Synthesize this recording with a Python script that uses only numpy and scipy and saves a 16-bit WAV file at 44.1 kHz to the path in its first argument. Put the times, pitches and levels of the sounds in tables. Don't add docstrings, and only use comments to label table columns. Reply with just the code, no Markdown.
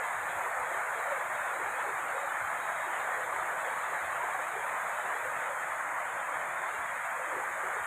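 import sys
import numpy as np
from scipy import signal
from scipy.fft import rfft, irfft
from scipy.io import wavfile
from scipy.ndimage import map_coordinates

SR = 44100
rng = np.random.default_rng(int(sys.argv[2]) if len(sys.argv) > 2 else 0)


def unload_wav(signal):
    wavfile.write(
        sys.argv[1],
        SR,
        np.round(np.clip(np.atleast_2d(signal).T, -1, 1) * 32767).astype(np.int16),
    )


N = 346800
TIME = np.arange(N) / SR
FREQS = np.fft.rfftfreq(N, 1 / SR)

# (f/Hz, level/dB)
SHEET_TONE = [(150, -57), (270, -24.5), (330, -17), (430, -13), (510, -4), (720, -1), (1200, 0),
              (1750, -1.5), (2050, -5), (2350, -10.5), (2600, -25.5), (2900, -40), (4000, -81)]


def drumming(drum_db, patter_db, hollow_db):
    hits = shed_echo(drops(per_s=3500, spread_db=2.0), fade_s=0.22, echo_db=4)
    low, high = split(colour(hits, SHEET_TONE), hz=599)
    patter = shimmer(high, depth_db=1.47, patch_hz=80.0, patch_s=0.04)
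    hollow = shimmer(low, depth_db=4.5, patch_hz=69.7, patch_s=0.08)
    dip_db = -9.5 * np.exp(-((TIME - 7.05) / 0.069) ** 2)
    return (patter * undb(patter_db) + hollow * undb(hollow_db + dip_db)) * undb(drum_db)


# (f/Hz, level/dB)
SPRAY_TONE = [(3000, -58), (4800, -31.5), (5400, -24.5), (6170, -23.5), (6370, -6.5), (6800, -2.5),
              (8750, -1.5), (9350, -7), (9900, -4.5), (11400, -11), (12200, -8), (13100, -7.5),
              (13800, -18), (15200, -10.5)]


def splashes(coarse_db, fine_db):
    clicks = shed_echo(drops(per_s=5500, spread_db=1), fade_s=0.18, echo_db=11.5)
    sizzle = shimmer(colour(clicks, SPRAY_TONE), depth_db=1.0, patch_hz=140, patch_s=0.03)
    coarse, fine = split(sizzle, hz=10640)
    fine = shimmer(fine, depth_db=0.5, patch_hz=2510, patch_s=0.04)
    return coarse * undb(coarse_db) + fine * undb(fine_db)


# (f/Hz, level/dB)
RIB_TONE = [(2000, -26), (2500, 10), (2800, 0.5), (3250, 0), (3750, -0.5), (3950, -4), (4230, -14.5),
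            (4350, -11.5), (4520, -17), (4800, -41), (6000, -80)]


def ringing(fade_s, swell_s, spread_db, wash_db, count=4500):
    length = SR // 6
    age = np.arange(length) / SR
    envelope = (1 - np.exp(-age / swell_s)) * np.exp(-np.log(1000) * age / fade_s)
    track = np.zeros(N + 2 * length)
    sizes = undb(spread_db * np.clip(rng.standard_normal(count), -2, 1.5))
    for (when, where), size in zip(rng.random((count, 2)), sizes):
        start = int(when * (N + length))
        hz = 2300 + 2300 * where
        track[start:start + length] += size * envelope * np.sin(2 * np.pi * hz * age)
    pings = colour(track[length:length + N], RIB_TONE)
    wash = colour(rng.standard_normal(N), RIB_TONE)
    return shimmer(pings + undb(wash_db) * wash, depth_db=3.0, patch_hz=129.8, patch_s=0.05)


# (f/Hz, level/dB)
PANEL_TONE = [(12, -35), (25, -15), (45, -22), (75, -1.5), (160, 3), (210, -1), (260, -2), (400, -5),
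              (700, -70)]
# (t/s, level/dB)
PANEL_THUDS = [(0.16, -56), (0.321, -54), (0.58, -57), (1.639, -61), (2.395, -51), (3.231, -60),
               (3.357, -59), (4.016, -55), (5.238, -58), (6.779, -57), (7.789, -56)]
# (t/s, level/dB)
DROP_KNOCKS = [(0.419, -40), (0.709, -38), (0.949, -40), (1.582, -36.5), (1.859, -38), (3.329, -40),
               (4.528, -36), (7.34, -37.5), (7.449, -44), (7.629, -38), (7.751, -41.5)]


def panels(rumble_db, thud_gain_db, knock_gain_db):
    rumble = colour(drops(per_s=700, spread_db=4.5), PANEL_TONE) * undb(rumble_db)
    thuds = blows(PANEL_THUDS, low_hz=58, high_hz=122, swell_s=0.024) * undb(thud_gain_db)
    knocks = blows(DROP_KNOCKS, low_hz=370, high_hz=503, swell_s=0.022) * undb(knock_gain_db)
    return rumble + thuds + knocks


def blows(table, low_hz, high_hz, swell_s):
    band = signal.butter(3, [low_hz, high_hz], "bandpass", fs=SR, output="sos")
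    shaking = unit(signal.sosfilt(band, rng.standard_normal(N)))
    envelope = np.zeros(N)
    for start_s, db in table:
        age = np.maximum(TIME - start_s, 0) / swell_s
        envelope += undb(db) * age * np.exp(1 - age)
    return shaking * envelope


def drops(per_s, spread_db):
    lands = rng.random(N) < per_s / SR
    size = undb(spread_db * np.clip(rng.standard_normal(N), -2, 2))
    return lands * size * rng.choice([-1, 1], N)


def shed_echo(hits, fade_s, echo_db):
    keep = np.exp(-2 * np.log(1000) / (fade_s * SR))
    energy, _ = signal.lfilter([1 - keep], [1, -keep], hits ** 2, zi=[keep * np.mean(hits ** 2)])
    echoes = np.sqrt(energy) * rng.standard_normal(N)
    return unit(hits) + undb(echo_db) * unit(echoes)


def shimmer(x, depth_db, patch_hz, patch_s):
    _, _, spectra = signal.stft(x, SR, nperseg=1024, noverlap=768)
    hz = np.linspace(0, SR / 2, spectra.shape[0])
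    seconds = np.linspace(0, N / SR, spectra.shape[1])
    grid = np.meshgrid(hz / patch_hz, seconds / patch_s, indexing="ij")
    patches = map_coordinates(rng.standard_normal((300, 300)), grid, order=1, mode="mirror")
    _, sound = signal.istft(spectra * undb(depth_db * unit(patches)), SR, nperseg=1024, noverlap=768)
    return unit(sound[:N])


def colour(x, tone):
    hz, db = np.transpose(tone)
    gain = undb(np.interp(np.log(np.maximum(FREQS, 1)), np.log(hz), db))
    return unit(irfft(rfft(x) * gain, N))


def split(x, hz):
    low = irfft(rfft(x) / (1 + (FREQS / hz) ** 20), N)
    return unit(low), unit(x - low)


def undb(db):
    return 10 ** (np.asarray(db) / 20)


def unit(x):
    return x / np.sqrt(np.mean(x ** 2))


# (f/Hz, width/Hz, level/dB)
WEAKER_RANGES = [(720, 140, -2), (3900, 320, -5)]


def microphone_turn(x, at_s):
    cut_db = sum(db * np.exp(-((FREQS - hz) / width) ** 2) for hz, width, db in WEAKER_RANGES)
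    thinner = irfft(rfft(x) * undb(cut_db), N)
    return np.where(TIME > at_s, thinner, x)


# (t/s, drumming level/dB, splash level/dB)
RAIN_LOUDNESS = [(0.3, -35, -52.5), (0.5, -35, -52.5), (0.87, -35, -52.5), (5.39, -35, -52.5),
                 (6.07, -35.5, -54), (7.7, -35.5, -53)]


def scene():
    times, *levels = np.transpose(RAIN_LOUDNESS)
    drum_db, splash_db = (np.interp(TIME, times, db - np.mean(db)) for db in levels)
    sheets = drumming(drum_db, patter_db=-34.5, hollow_db=-49.5)
    ribs = ringing(fade_s=0.12, swell_s=0.0067, spread_db=2.5, wash_db=-3) * undb(-55.5 + drum_db)
    spray = splashes(coarse_db=-53 + splash_db, fine_db=-58 + 1.9 * splash_db)
    bumps = panels(rumble_db=-64, thud_gain_db=-4.5, knock_gain_db=-9.0)
    return microphone_turn(sheets + ribs + spray + bumps, at_s=5.2)[None]


def record(dry, top_hz=15450):
    return signal.sosfilt(signal.ellip(12, 0.1, 70, top_hz, fs=SR, output="sos"), dry)


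dry = scene()
out = record(dry)
unload_wav(out)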